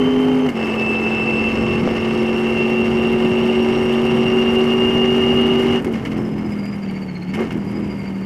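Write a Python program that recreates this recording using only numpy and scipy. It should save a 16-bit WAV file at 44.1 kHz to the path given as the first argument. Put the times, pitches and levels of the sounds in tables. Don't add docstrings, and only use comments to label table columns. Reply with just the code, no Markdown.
import sys
import numpy as np
from scipy import signal
from scipy.fft import rfft, irfft, next_fast_len
from scipy.io import wavfile

SR = 44100
rng = np.random.default_rng(int(sys.argv[2]) if len(sys.argv) > 2 else 0)


def inscribe(sig):
    pcm = np.round(np.clip(np.atleast_2d(sig).T, -1, 1) * 32767)
    wavfile.write(sys.argv[1], SR, pcm.astype(np.int16))


N = 363825
TIME = np.arange(N) / SR

FIRINGS, BOOM_ORDER, MESH_ORDER = 5, 8, 60
PEDAL_TRAVEL_S = .04
# (opens [s], shuts [s])
THROTTLE_PRESSES = [(-.1, .485), (.555, 5.795), (7.375, 7.44)]


def engine_speed():
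    # (time [s], cycle rate [Hz])
    speed_curve = [(0, 51), (.23, 51.45), (.46, 51.4), (.49, 49.5), (.55, 44.6), (.8, 44.15), (1.1, 44.3),
                   (1.5, 44.7), (3.6, 46.35), (4.15, 46.5), (5.76, 47.68), (5.93, 45.2), (6.03, 43.1),
                   (6.2, 43.4), (6.93, 38.8), (7.13, 36.5), (7.26, 36.1), (7.33, 38.5), (7.41, 46.3),
                   (7.49, 41.8), (7.65, 39.7), (7.78, 41.4), (8, 39.3), (8.25, 38.3)]
    surge_start_s, surge_end_s, surge_hz, depth_hz = 5.99, 7.24, 3.6, .6
    age_s = np.clip(TIME, surge_start_s, surge_end_s) - surge_start_s
    return lookup(TIME, speed_curve) - depth_hz * np.sin(2 * np.pi * surge_hz * age_s)


def pedal():
    return sum(np.clip(.5 + np.minimum(TIME - opens_s, shuts_s - TIME) / PEDAL_TRAVEL_S, 0, 1)
               for opens_s, shuts_s in THROTTLE_PRESSES)


def by_load(levels, cycle_hz, throttle):
    open_db = np.interp(cycle_hz, (44.3, 45, 46, 47.6, 51.3), levels[0])
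    shut_db = np.interp(cycle_hz, (36, 44), levels[1])
    return from_db(throttle * open_db + (1 - throttle) * shut_db)


def exhaust(cycles, cycle_hz, throttle):
    # (open levels [dB], shut levels [dB])
    firing_levels = (-23, -22.5, -19.5, -18.5, -16), (-28, -24)
    # (open levels [dB], shut levels [dB])
    boom_levels = (-31.5, -24.5, -20, -18, -21.8), (-67, -37)
    # (open levels [dB], shut levels [dB])
    roar_levels = (-30.5, -31, -30.5, -28.5, -30.5), (-43.5, -36.5)
    # (frequency [Hz], relative density [dB])
    gas_spectrum = [(90, -7), (160, -1.5), (290, 8.5), (420, 8.5), (620, 0), (800, 0.5), (1000, -5.5),
                    (1220, -4), (1500, -8.5), (2500, -16.5), (3300, -48), (4500, -46)]
    # (time [s], boom level [dB], half length [s])
    burbles = [(5.88, -23, 0.032), (6.213, -32, 0.071), (6.463, -34, 0.032), (7.567, -27, 0.025),
               (7.776, -30.5, 0.075)]
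    burble = sum(from_db(db) * bell(at_s, half_s) for at_s, db, half_s in burbles)
    firing = partial(cycles, FIRINGS, flutter_db=0.5, flutter_hz=5.2)
    firing *= by_load(firing_levels, cycle_hz, throttle)
    firing *= from_db(1.15 * (1 - throttle) * drift(22))
    boom = partial(cycles, BOOM_ORDER, flutter_db=1.4, flutter_hz=28)
    boom *= by_load(boom_levels, cycle_hz, throttle) + burble
    puffs = rms_one(from_db(2.6 * np.cos(2 * np.pi * FIRINGS * cycles)) * gritty(spread_db=2.0))
    gas = colour(puffs, gas_spectrum, band_hz=(520, 1700))
    roar = from_db(0.1) * weak_orders(cycles, cycle_hz, throttle) + from_db(-2.0) * gas
    roar_gain = np.hypot(by_load(roar_levels, cycle_hz, throttle), from_db(-12.5) * burble)
    return torque_cut() * (firing + boom) + roar_gain * roar


def weak_orders(cycles, cycle_hz, throttle):
    # (frequency [Hz], level re roar [dB])
    open_orders = [(130, -14), (400, -15), (650, -22.5), (1500, -32)]
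    # (centre [Hz], width [Hz], boost [dB])
    cabin_modes = [(151, 29, 13.5), (400, 57, 13.5), (497, 44, 11), (608, 33, 10.5), (745, 46, 6.5),
                   (800, 64, 12), (876, 31, 9.5), (976, 55, 11.5), (1122.4, 15.5, 13), (1183, 100, 13.5)]
    # (order [per cycle], level re roar [dB])
    shut_orders = [(3, -1), (4, 3), (6, 4.5), (9, -1.5), (11, -8), (13, -16), (30, -26)]
    hz = np.arange(100, 1700)
    response_db = lookup(hz, open_orders) + resonance_db(hz, cabin_modes)
    out = 0
    for order in range(3, 30):
        if order not in (FIRINGS, BOOM_ORDER):
            boost_db = 3 * (order % FIRINGS == 1)
            open_db = np.interp(order * cycle_hz, hz, response_db) + boost_db
            db = throttle * open_db + (1 - throttle) * lookup(order, shut_orders)
            out += from_db(db) * partial(cycles, order, flutter_db=1.5, flutter_hz=6.4)
    return out


def torque_cut():
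    # (time [s], half length [s], depth [0-1])
    cuts = [(0.533, 0.01, 1), (5.833, 0.024, .85), (6.045, 0.04, 0.75), (7.483, 0.029, .85)]
    return 1 - np.clip(sum(depth * bell(at_s, half_s) for at_s, half_s, depth in cuts), 0, 1)


def drive_whine(cycles, cycle_hz, drive):
    # (time [s], relative level [dB])
    whine_curve = [(0, -34.5), (.25, -38), (.55, -40.5), (.64, -26.5), (.73, -33.5), (.85, -23),
                   (1.46, -21), (1.6, -29.5), (1.73, -30), (1.88, -35), (2.2, -35), (2.5, -26.5),
                   (3, -29.5), (3.2, -31), (3.55, -28), (3.8, -35.5), (4.35, -26), (5, -23.5), (5.15, -27),
                   (5.47, -24), (5.62, -31.5), (5.78, -30.5)]
    # (cycle rate [Hz], shaft wobble [0-1], overtone gain [dB])
    gear_response = [(44.2, .1, -1), (44.6, .1, 1), (45.3, .45, 1), (45.9, .45, -4), (46.35, .8, 1),
                     (46.7, .3, -2), (47.3, .22, -3), (47.6, .4, -6), (51, .12, -8)]
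    # (frequency [Hz], relative density [dB])
    rasp_spectrum = [(1900, -36), (2450, -13), (2700, -0.5), (3050, -2.5), (3300, -13), (3800, -14)]
    whine_db = lookup(TIME, whine_curve)
    wobble = lookup(cycle_hz, gear_response)
    overtone_db = lookup(cycle_hz, gear_response, column=2)
    mesh = MESH_ORDER * cycles + .04 * drift(20)
    shaft = np.sin(2 * np.pi * 2.5 * cycles + .4 * drift(4))
    side_tones = np.sqrt(2) * np.cos(2 * np.pi * mesh) * (1.15 * shaft + .45 * drift(70))
    tone = partial(mesh, order=1, flutter_db=1.0, flutter_hz=20)
    tone = (tone + wobble * side_tones) / np.sqrt(1 + wobble ** 2)
    stutter = np.interp(whine_db, (-34, -22), (.5, .28))
    tone *= rms_one(np.clip(1 + stutter * drift(22), .2, 1.5))
    overtones = sum(from_db(db) * partial(mesh + .008 * drift(60), order, flutter_db=3.5, flutter_hz=30)
                    for order, db in enumerate([-52, -61.5, -72], 2))
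    sliding = gritty(spread_db=3.0) * from_db(2.8 * drift(32))
    rasp = colour(sliding, rasp_spectrum, band_hz=(2450, 3300))
    rasp *= from_db(np.interp(cycle_hz, (44.2, 46, 47.5, 51), [-42, -38.5, -37, -47]))
    return drive * (from_db(whine_db - 0.5) * tone + from_db(overtone_db - 0.3) * overtones + rasp)


def coast_contact():
    # (first [s], last [s], rate [Hz], first and last relative level [dB], touch [dB])
    bounce_runs = [(6.193, 6.53, 14.9, -47.5, -44.5, -13), (6.597, 6.752, 21, -44, -40.5, -10),
                   (6.835, 7.3, 15.05, -40, -42.5, -18), (7.61, 8.23, 12.9, -45, -49, -3)]
    half_s, jitter_s, spread_db = 0.016, 0.0046, 2.3
    out = np.zeros(N)
    for first_s, last_s, rate_hz, first_db, last_db, touch_db in bounce_runs:
        for k, (late, louder) in enumerate(rng.standard_normal((24, 2))):
            at_s = first_s + k / rate_hz
            if at_s < last_s + .5 / rate_hz:
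                db = np.interp(at_s, (first_s, last_s), (first_db, last_db)) + spread_db * louder
                at_s += jitter_s * late
                touch = from_db(touch_db) * bell(at_s, 2.3 * half_s)
                out += from_db(db - 7.5) * (bell(at_s, half_s) + touch)
    return out


def coast_whine(cycles, throttle, contact):
    mesh = MESH_ORDER * cycles + .085 * drift(80)
    chirps = sum(from_db(db) * partial(mesh, order, flutter_db=2.5, flutter_hz=60)
                 for order, db in enumerate([-14, 0, -17, -28], 1))
    moan = partial(cycles + .012 * drift(20), order=23.8, flutter_db=2.5, flutter_hz=14)
    return from_db(.3) * contact * chirps + (1 - throttle) * from_db(-51.5) * moan


def backlash():
    # (time [s], level [dB], decay [s])
    slaps = [(0.487, -28.5, 0.013), (5.845, -36.5, 0.017), (5.933, -35.5, 0.027), (6.049, -32.5, 0.017),
             (6.112, -39.5, 0.021), (6.38, -45, 0.012), (7.334, -32, 0.025), (7.387, -39.5, 0.05),
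             (7.503, -41.5, 0.025), (8.039, -45, 0.02)]
    rise_s = 0.004
    out = np.zeros(N)
    for at_s, db, decay_s in slaps:
        age_s = np.maximum(TIME - at_s, 0)
        out += from_db(db) * (1 - np.exp(-age_s / rise_s)) * np.exp(-age_s / decay_s)
    return out


def clatter(cycles, cycle_hz, drive, contact, slaps):
    # (open levels [dB], shut levels [dB])
    valve_levels = (-36.5, -36, -37, -35.5, -39.5), (-48.5, -45.5)
    # (frequency [Hz], relative density [dB])
    rattle_spectrum = [(700, -8), (1500, -4.5), (2400, -6.5), (2700, -6), (3050, -2.5), (3400, -14.5),
                       (4000, -18), (4750, -13.5), (5300, -15.5), (7000, -24.5), (12000, -41.5)]
    # (centre [Hz], width [Hz], boost [dB])
    casing_modes = [(1811, 36, 10.5), (2143, 176, 13), (2630, 56, 10), (2815, 180, 12)]
    # (frequency [Hz], relative density [dB])
    ring_spectrum = [(1700, -22), (2030, -19), (2160, -2), (2300, -12), (2700, -20)]
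    band_hz = (1900, 2450)
    beat = rms_one(from_db(1.9 * np.cos(2 * np.pi * FIRINGS * cycles) + 0.6 * drift(25)))
    valves = from_db(-1.5) * by_load(valve_levels, cycle_hz, drive) * beat
    rattle = (valves + slaps) * gritty(spread_db=3.0)
    loaded_share = drive + (1 - drive) * 0.43
    loaded = colour(loaded_share * rattle, rattle_spectrum, band_hz, casing_modes)
    loose = colour((1 - loaded_share) * rattle, rattle_spectrum, band_hz, casing_modes[:2])
    strikes = (contact + from_db(-5) * slaps) * gritty(spread_db=2.5)
    return loaded + loose + from_db(5.0) * colour(strikes, ring_spectrum, band_hz)


def stone_knock():
    # (time [s], level [dB])
    impacts = [(1.8755, -7)]
    # (frequency [Hz], relative level [dB], decay [s])
    pan_modes = [(564, 0.5, .0016), (1100, -4.5, 0.00081), (2000, -27, .0005), (3180, -28, 0.00035)]
    out = np.zeros(N)
    for at_s, db in impacts:
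        age_s = np.maximum(TIME - at_s, 0)
        for hz, mode_db, decay_s in pan_modes:
            out += from_db(db + mode_db) * np.sin(2 * np.pi * hz * age_s) * np.exp(-age_s / decay_s)
    return out


def wind_and_road():
    # (time [s], relative level [dB])
    rumble_curve = [(0, -32), (.35, -38.5), (1.1, -36), (1.8, -26.5), (2.15, -33), (5.2, -31), (6.2, -31),
                    (7.2, -39.5), (7.6, -32.5), (8.25, -37)]
    # (frequency [Hz], relative density [dB])
    rumble_spectrum = [(15, -30), (30, -12), (48, -6.5), (68, 2), (130, 3.5), (190, 6), (300, 3),
                       (600, -17.5), (1500, -58)]
    gusts = rms_one(from_db(1.4 * drift(12.0) + 0.8 * drift(5.3)))
    rumble = colour(rng.standard_normal(N) * gusts, rumble_spectrum, band_hz=(40, 135))
    return from_db(lookup(TIME, rumble_curve) - 2.5) * rumble


def hiss_and_grit(cycle_hz, throttle, contact, slaps):
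    # (open levels [dB], shut levels [dB])
    hiss_levels = (-64.5, -65.5, -63.5, -61, -63.5), (-72.5, -66.5)
    # (frequency [Hz], relative density [dB])
    hiss_spectrum = [(2000, 13), (3800, -4.5), (5800, -4), (7000, -1.5), (9000, -2.5), (12000, -5.5),
                     (15400, -13.5)]
    # (time [s], relative level [dB])
    grit_hits = [(5.846, -33), (5.9265, -40), (6.0707, -47), (6.5217, -43), (6.6544, -42), (6.9108, -40),
                 (7.3523, -39), (7.5249, -40), (8.2128, -51)]
    grit_per_s, tick_decay_s = 45, 0.0042
    jolts = from_db(-23.5) * slaps + from_db(-34) * contact
    gain = np.hypot(by_load(hiss_levels, cycle_hz, throttle), jolts)
    grit = (rng.random(N) < grit_per_s / SR) * rng.standard_normal(N)
    hiss = gain * (gritty(spread_db=2.0) * from_db(2.5 * drift(60)) + from_db(12) * grit)
    tick_envelope = sum(from_db(db) * (TIME >= at_s) * np.exp(-abs(TIME - at_s) / tick_decay_s)
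                        for at_s, db in grit_hits)
    ticks = from_db(-13.0) * tick_envelope * rng.standard_normal(N)
    return colour(hiss + ticks, hiss_spectrum, band_hz=(6300, 7600))


def from_db(db):
    return 10 ** (np.asarray(db) / 20)


def rms_one(x):
    return x / np.sqrt(np.mean(x ** 2) + 1e-20)


def lookup(x, rows, column=1):
    columns = np.transpose(rows)
    return np.interp(x, columns[0], columns[column])


def bell(at_s, half_s):
    return np.exp(-((TIME - at_s) / half_s) ** 2)


def drift(rate_hz):
    hop, settle = 40, 2000
    pole = np.exp(-2 * np.pi * rate_hz * hop / SR)
    noise = rng.standard_normal(N // hop + settle + 2)
    slow = signal.lfilter([1], [1, -2 * pole, pole * pole], noise)[settle:]
    return np.interp(np.arange(N) / hop, np.arange(len(slow)), rms_one(slow))


def partial(cycles, order, flutter_db, flutter_hz):
    wave = np.sqrt(2) * np.sin(2 * np.pi * (order * cycles + rng.random()))
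    return wave * rms_one(from_db(flutter_db * drift(flutter_hz)))


def gritty(spread_db):
    return rms_one(rng.standard_normal(N) * from_db(spread_db * drift(210)))


def resonance_db(hz, modes):
    return sum(db / (1 + (2 * (hz - centre_hz) / width_hz) ** 2) for centre_hz, width_hz, db in modes)


def colour(x, spectrum, band_hz, modes=()):
    size = next_fast_len(N)
    hz = np.maximum(np.fft.rfftfreq(size, 1 / SR), 1)
    points_hz, points_db = np.transpose(spectrum)
    gain = from_db(np.interp(np.log(hz), np.log(points_hz), points_db) + resonance_db(hz, modes))
    if points_hz[-1] < SR / 4:
        gain /= 1 + (hz / points_hz[-1]) ** 8
    inside = (hz > band_hz[0]) & (hz < band_hz[1])
    gain /= np.sqrt(np.mean(gain ** 2 * inside))
    return irfft(rfft(x, size) * gain, size)[:N]


def scene():
    cycle_hz, throttle = engine_speed(), pedal()
    blip_s = THROTTLE_PRESSES[-1][0]
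    drive = throttle * (TIME < blip_s - PEDAL_TRAVEL_S)
    unevenness = 0.00033 + 0.00298 * (1 - throttle)
    cycles = np.cumsum(cycle_hz * (1 + unevenness * drift(14.3))) / SR
    contact, slaps = coast_contact(), backlash()
    gearbox = drive_whine(cycles, cycle_hz, drive) + coast_whine(cycles, throttle, contact)
    gearbox += clatter(cycles, cycle_hz, drive, contact, slaps)
    mix = exhaust(cycles, cycle_hz, throttle) + gearbox + stone_knock() + wind_and_road()
    mix += hiss_and_grit(cycle_hz, throttle, contact, slaps)
    return mix[None]


def record(dry):
    cutoff_hz = 15400
    return signal.sosfilt(signal.ellip(12, .1, 90, cutoff_hz, fs=SR, output="sos"), dry)


dry = scene()
out = record(dry)
inscribe(out)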